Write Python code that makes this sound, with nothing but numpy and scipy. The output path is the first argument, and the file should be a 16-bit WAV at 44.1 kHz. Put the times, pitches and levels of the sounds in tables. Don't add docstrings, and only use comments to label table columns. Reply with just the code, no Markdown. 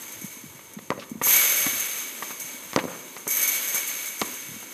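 import sys
import numpy as np
from scipy import signal
from scipy.fft import rfft, irfft
from scipy.io import wavfile
from scipy.ndimage import uniform_filter1d

SR = 44100
rng = np.random.default_rng(int(sys.argv[2]) if len(sys.argv) > 2 else 0)


def how_loud(loudness_db):
    steps = np.asarray(loudness_db, float) / 20
    return 10 ** steps


def generate_wav(sig):
    pcm = np.round(np.clip(np.atleast_2d(sig).T, -1, 1) * 32767).astype(np.int16)
    wavfile.write(sys.argv[1], SR, pcm)


N = 208725
TIME = np.arange(N) / SR


def rms_one(x):
    return x / np.sqrt(np.mean(x ** 2) + 1e-20)


def coloured(x, spectrum):
    hz, db = np.transpose(spectrum)
    grid = np.arange(N // 2 + 1) * SR / N + 1
    gain = how_loud(np.interp(np.log(grid), np.log(hz), db))
    return rms_one(irfft(rfft(x) * gain, N))


def drift(rate_hz):
    pole = np.exp(-2 * np.pi * rate_hz / SR)
    noise = rng.standard_normal(N + SR)
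    return rms_one(signal.lfilter([1], [1, -2 * pole, pole * pole], noise)[SR:])


def bandpass(x, low_hz, high_hz):
    return signal.sosfilt(signal.butter(2, [low_hz, high_hz], "band", fs=SR, output="sos"), x)


def ring(clicks, hz, t60):
    radius, angle = how_loud(-60 / (t60 * SR)), 2 * np.pi * hz / SR
    feedback = [1, -2 * radius * np.cos(angle), radius * radius]
    return signal.lfilter([0, np.sin(angle)], feedback, clicks + 1e-18)


def add(track, s, sound):
    i = int(s * SR)
    track[i:i + len(sound)] += sound[:N - i]


def shaking():
    # start in seconds, wire ring in dB, swell in seconds,
    # decay in dB per second, lift of the top mode in dB.
    fence_hits = [
        (-.25, -34, .05, 26.5, 6),
        (1.214, -18, 0.075, 24.5, 11.5),
        (3.27, -26, 0.075, 13.5, 9.5),
    ]
    linger_db, linger_db_per_s = -16, 6
    rest_db = -53
    top_rise_s, top_fade_s, top_db = .018, .65, -4.5
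    clatter_db, clatter_db_per_ring_db = .4, -0.049
    power, top_lift_db = how_loud(2 * rest_db), np.zeros(N)
    for s, db, swell_s, dying_db_per_s, lift_db in fence_hits:
        age = np.maximum(TIME - s, 0)
        decay = how_loud(-2 * dying_db_per_s * age) + how_loud(2 * (linger_db - linger_db_per_s * age))
        power = power + how_loud(2 * db) * (1 - np.exp(-age / swell_s)) ** 2 * decay
        lift = lift_db * (1 - np.exp(-age / top_rise_s)) * np.exp(-age / top_fade_s)
        top_lift_db = np.where(age > 0, lift, top_lift_db)
    ring_db = 10 * np.log10(power)
    clatter = clatter_db + clatter_db_per_ring_db * (ring_db - ring_db.mean())
    return ring_db, clatter, top_db + top_lift_db


def panel_slaps():
    # start in seconds, peak in dB, 60 dB decay time in seconds.
    slap_events = [(0.1215, -23, 0.069), (0.214, -23.5, 0.11), (0.2454, -25.5, 0.45), (0.7355, -24, 0.04),
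                   (1.096, -26, 0.1), (1.236, -11, 0.58), (1.303, -15, 0.1), (1.3599, -5.5, 0.068),
                   (1.559, -14, 0.33), (1.7984, -13, 0.089), (2.3106, -27, 0.072), (2.3989, -15, 0.18),
                   (3.181, -25, 0.085), (3.2776, -8.5, 0.15), (3.305, -11, 0.2), (3.3594, -17, .074),
                   (3.3698, -10, 0.034), (3.416, -13, 0.082), (3.4291, -4.5, 0.073), (3.4755, -7, 0.17),
                   (3.55, -22, 0.059), (3.675, -15, .04), (3.6858, -15, 0.088), (3.746, -9, 0.2),
                   (3.8754, -11, 0.08), (4.0587, -16, 0.1), (4.069, -16, 0.11), (4.1926, -14, 0.15),
                   (4.2522, -19, 0.071), (4.341, -21, 0.073)]
    slaps = np.zeros(N)
    for s, db, t60 in slap_events:
        tick = how_loud(5 - 60 * TIME / 0.0083)
        add(slaps, s, how_loud(db - 20.0) * (how_loud(-60 * TIME / t60) + tick))
    return slaps


def wire_ticks(per_s=7000., size_db=1.0):
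    happens = rng.random(N) < per_s / SR
    size = how_loud(size_db * np.minimum(rng.exponential(1, N), 5))
    return rms_one(happens * size * rng.choice([-1, 1], N))


def wire_ring(drive, top_db, count=18):
    # frequency in Hz, spread between spans from 0 to 1,
    # level in dB, 60 dB decay time in seconds.
    wire_modes = [(2249, 0.03, -3.0, 0.27), (3760, .03, -41, 0.093), (6376, 0.03, 2.5, 0.13),
                  (12280, 0.05, 2.5, 0.026)]
    span, place = rng.integers(0, count, N), np.linspace(-1, 1, count)
    length = 0.395 * place + 0.708 * place ** 3 + .15 * place ** 2
    wires = np.zeros(N)
    for hz, spread, db, t60 in wire_modes:
        level = how_loud(db) * np.sqrt(0.056 / t60)
        push = drive * (how_loud(top_db) if hz > 9000 else 1)
        for k in range(count):
            wires += level * ring(push * (span == k), hz * (1 + spread * length[k]), t60)
    return wires


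def fence():
    # frequency in Hz, level in dB per Hz.
    clatter_spectrum = [(300, -14.5), (600, -2.5), (760, -14), (1100, -4), (2500, 2.5), (4000, -1.5),
                        (5200, -11), (7000, 6), (9500, 0.5), (12500, 3), (13500, 1), (14900, -0.5),
                        (16000, -7)]
    ring_db, clatter_db, top_db = shaking()
    sway, slaps, ticks = how_loud(ring_db + drift(11.0)), panel_slaps(), wire_ticks()
    shake = sway + slaps
    wires = wire_ring(ticks * shake, top_db)
    frame = sway + 0.12 * uniform_filter1d(slaps, size=900)
    lag = np.exp(-1 / (0.02 * SR))
    frame = signal.lfilter([1 - lag], [1, -lag], frame, zi=[lag * frame[0]])[0]
    low = coloured(ticks * frame, clatter_spectrum[:7] + [(7000, -48)])
    low *= np.sqrt(np.mean(frame ** 2))
    high = coloured(ticks * shake, [(4000, -33.0)] + clatter_spectrum[6:])
    high *= np.sqrt(np.mean(shake ** 2))
    return how_loud(-26.0) * wires + how_loud(clatter_db) * (how_loud(-6.0) * low + how_loud(-2.5) * high)


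def knocks(contact_s=.00006, crack_db=2.0, crack_t60=0.008):
    # start in seconds, level in dB,
    # weight in dB, hollowness in dB, hardness in dB.
    blow_events = [(.5930, -36, -14, -6, -22), (.7900, -34, 2, -4, -8), (0.9041, -10, -3, -10, -10),
                   (0.9194, -36, 3, -3, -14), (0.978, -36, 9, 0, -10), (1.2150, -18, -5, 7, -29),
                   (1.2698, -19.5, -8, 0, -21), (1.4520, -37, -7, 5, -3), (1.6644, -20, -4, -6, -8),
                   (2.2245, -18.5, -25, -9, -21), (2.2290, -32, -15, 0, -12), (2.307, -31, -5, 10, -11),
                   (2.7326, -21, -10, -13, -3), (2.7620, -9.5, 2, 7, -3), (2.8403, -36, 19, 3, 2),
                   (2.8526, -44, 26, 6, -11), (3.166, -26, -10, 1, -8), (3.2690, -30, 3, 10, -12),
                   (3.745, -33, 1, 9, -9), (4.2154, -16, -4, -12, 1), (4.2183, -15.5, -2, 1, -22),
                   (4.2850, -46, 3, 6, -6), (4.6280, -44, 2, 9, -8)]
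    # frequency in Hz, decay time as a share of the blow's,
    # level in dB, driving part of the blow (rounded: 0 push, 1 cavity, 2 skin, 3 crack).
    ball_modes = [(288, 1.13, -5, 0.5), (510, 0.85, 0.5, -0.5), (1000, 1.15, -10, 1), (1181, 0.99, -1.5, 2),
                  (1926, 0.68, 0, 2), (3900, 0.17, -30, 3)]
    out, t = np.zeros(N), TIME[:SR // 5]
    pulse = t * np.exp(-t / contact_s)
    contact = -pulse / np.sum(pulse)
    noise = rng.standard_normal((len(blow_events), len(t)))
    noise[:, :3] = -2.5
    detune = rng.normal(1, .02, (len(blow_events), len(ball_modes)))
    for (s, level, weight, hollow, hard), hiss, shift in zip(blow_events, noise, detune):
        t60 = .013 * how_loud(.22 * (hollow - hard))
        levels_db = level + np.array([weight, hollow, 0, hard])
        crack = bandpass(hiss * how_loud(-60 * t / crack_t60), 1800., 6500.)
        blow = how_loud(levels_db[3] + crack_db) * crack
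        for (hz, share, db, part), k in zip(ball_modes, shift):
            height = how_loud(db + levels_db[int(round(part))])
            blow += height * ring(contact, hz * k, max(share * t60, .002))
        add(out, s, blow)
    return out


def walls(x, t60=0.64, level_db=-30, cut_hz=1300):
    t = TIME[:SR // 2]
    lumps = how_loud(2 * rng.standard_normal(len(t) // 200 + 1).repeat(200)[:len(t)])
    tail = rng.standard_normal(len(t)) * lumps * how_loud(-60 * t / t60) * (1 - np.exp(-t / 0.002))
    tail = signal.sosfilt(signal.butter(2, cut_hz, fs=SR, output="sos"), tail)
    tail /= np.sqrt(np.sum(tail ** 2))
    return how_loud(level_db) * signal.fftconvolve(x, tail)[:N] * 3.37


def scuffs(grain_db=2.5):
    # start in seconds, level in dB, centre in Hz, 60 dB decay time in seconds.
    scuff_events = [(0.785, -34.5, 1480, 0.033), (.906, -26, 900, 0.087), (0.933, -47, 900, 0.12),
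                    (.978, -37, 900, .05), (0.991, -33.5, 3000, 0.083), (1.015, -33.5, 1730, 0.1),
                    (1.215, -25.5, 1370, 0.057), (1.664, -24, 1210, 0.044), (2.227, -23, 1500, 0.026),
                    (2.307, -32, 1180, 0.056), (2.736, -30, 800, 0.044), (2.766, -17.5, 600, 0.084),
                    (2.785, -18.5, 1350, 0.066), (2.86, -33, 774, 0.36), (2.91, -36.5, 1130, 0.25),
                    (3.167, -32.5, 1290, 0.054), (3.268, -31.5, 1000, 0.058), (3.744, -33, 870, 0.19),
                    (4.215, -19, 1900, 0.035), (4.625, -35, 900, 0.061)]
    out, t = np.zeros(N), TIME[:SR // 3]
    noise = rng.standard_normal((len(scuff_events), 2, len(t)))
    for (s, db, hz, t60), (hiss, lumps) in zip(scuff_events, noise):
        grit = hiss * how_loud(grain_db * rms_one(uniform_filter1d(lumps, size=90)))
        grit = rms_one(bandpass(grit, hz / 2, hz * 2))
        swell = 1 - np.exp(-(t / (0.067 * t60)) ** 2)
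        add(out, s, how_loud(db - 60 * t / t60) * swell * grit)
    return out


def thuds(rise_cycles=0.32):
    # start in seconds, peak in dB, frequency in Hz.
    thud_events = [(0.1, -42, 269), (0.217, -32.5, 300), (0.236, -40, 226), (0.241, -23, 202),
                   (0.367, -36.5, 248), (0.437, -30.5, 229), (0.456, -31, 143), (0.549, -38, 154),
                   (0.765, -28, 214), (0.77, -28, 210), (0.823, -37, 207), (0.913, -23.5, 560),
                   (0.988, -29.5, 553), (1.114, -20.5, 240), (1.127, -33, 183), (1.153, -23.5, 222),
                   (1.664, -21.5, 286), (1.729, -30.5, 258), (2.441, -37, 158), (2.543, -34.5, 262),
                   (2.654, -40, 161), (2.776, -16, 310), (3.275, -31, 400), (4.222, -23, 216),
                   (4.295, -34, 255), (4.323, -38, 245), (4.487, -36, 155), (4.514, -32.5, 180),
                   (4.539, -34.5, 234), (4.561, -31.5, 221)]
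    # start in seconds, peak in dB,
    # frequency in Hz, 60 dB decay time in seconds.
    slow_rings = [
        (.9180, -20.5, 1000, .035),
        (.9195, -30, 1390, 0.016),
        (2.7750, -15.5, 550, 0.018),
        (4.2270, -29, 1070, 0.025),
        (4.2165, -22, 800, .025),
        (1.172, -38, 230, .09),
    ]
    out, t = np.zeros(N), TIME[:SR // 5]
    for s, db, hz, t60 in [(*row, .036) for row in thud_events] + slow_rings:
        swell = how_loud(db + 3.5 - 60 * t / t60) * (1 - np.exp(-t * hz / rise_cycles))
        add(out, s + 0.00074, -swell * np.sin(2 * np.pi * hz * t))
    return out


def street():
    # frequency in Hz, level in dB per Hz.
    hum_spectrum = [(18, -67), (30, -65), (171, -3.5), (226, 1), (260, 4), (345, 1), (574, -2.5),
                    (816, -12.5), (876, -0.5), (2000, -18), (2600, -36), (4400, -120)]
    # time in seconds, level in dB.
    traffic_levels = [(0, -51), (.8, -54), (1.6, -50.5), (2.7, -48), (3.6, -50.5), (4.73, -52)]
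    # centre in seconds, level in dB, half length in seconds.
    gust_events = [(0.229, -41.5, .07), (.53, -49.5, 0.13), (.97, -48, 0.22), (1.26, -52, .1),
                   (1.691, -46, .1), (2.753, -49.5, 0.17), (3.283, -57, 0.11), (4.53, -46, 0.087),
                   (.02, -53, .05), (2.43, -57, .06)]
    traffic_db = np.interp(TIME, *np.transpose(traffic_levels))
    hum = coloured(rng.standard_normal(N), hum_spectrum + [(16000, -45)])
    traffic = how_loud(traffic_db + drift(4.4)) * hum
    gusts = sum(how_loud(db) * np.exp(-((TIME - s) / half_s) ** 2) for s, db, half_s in gust_events)
    wind = rms_one(bandpass(rng.standard_normal(N), 70., 130.))
    return traffic + gusts * how_loud(-2.5 + 3.3 * drift(15.0)) * wind


def scene():
    blows = knocks()
    return (fence() + blows + walls(blows) + scuffs() + thuds() + street())[None]


def dropouts(x, depth_db=-55.0, single=0.76):
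    # frequency in Hz, share of empty slots from 0 to 1.
    empty_shares = [(12600, .02), (13300, .12), (13700, .4), (14100, .72), (14450, .5), (14900, .18),
                    (15400, .2)]
    hz, _, frames = signal.stft(x, SR, nperseg=1024)
    patches, slots = rng.standard_normal((2,) + frames.shape)
    patches = uniform_filter1d(uniform_filter1d(patches, size=8, axis=2), size=10, axis=1)
    chance = rms_one(patches) + single * uniform_filter1d(slots, size=3, axis=2)
    rank = chance.ravel().argsort().argsort().reshape(frames.shape) / chance.size
    empty = rank < np.interp(hz, *np.transpose(empty_shares), left=0)[:, None]
    gated = frames * np.where(empty, how_loud(depth_db), 1)
    return signal.istft(gated, SR, nperseg=1024)[1][:, :N]


def top_cut(x):
    return signal.sosfilt(signal.butter(12, 15810, fs=SR, output="sos"), x)


def record(dry):
    x = signal.sosfilt(signal.butter(3, 129, "high", fs=SR, output="sos"), dry)
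    x = dropouts(x)
    x = signal.sosfilt(signal.ellip(12, .5, 80, 15330, fs=SR, output="sos"), x)
    return top_cut(x)


dry = scene()
out = record(dry)
generate_wav(out)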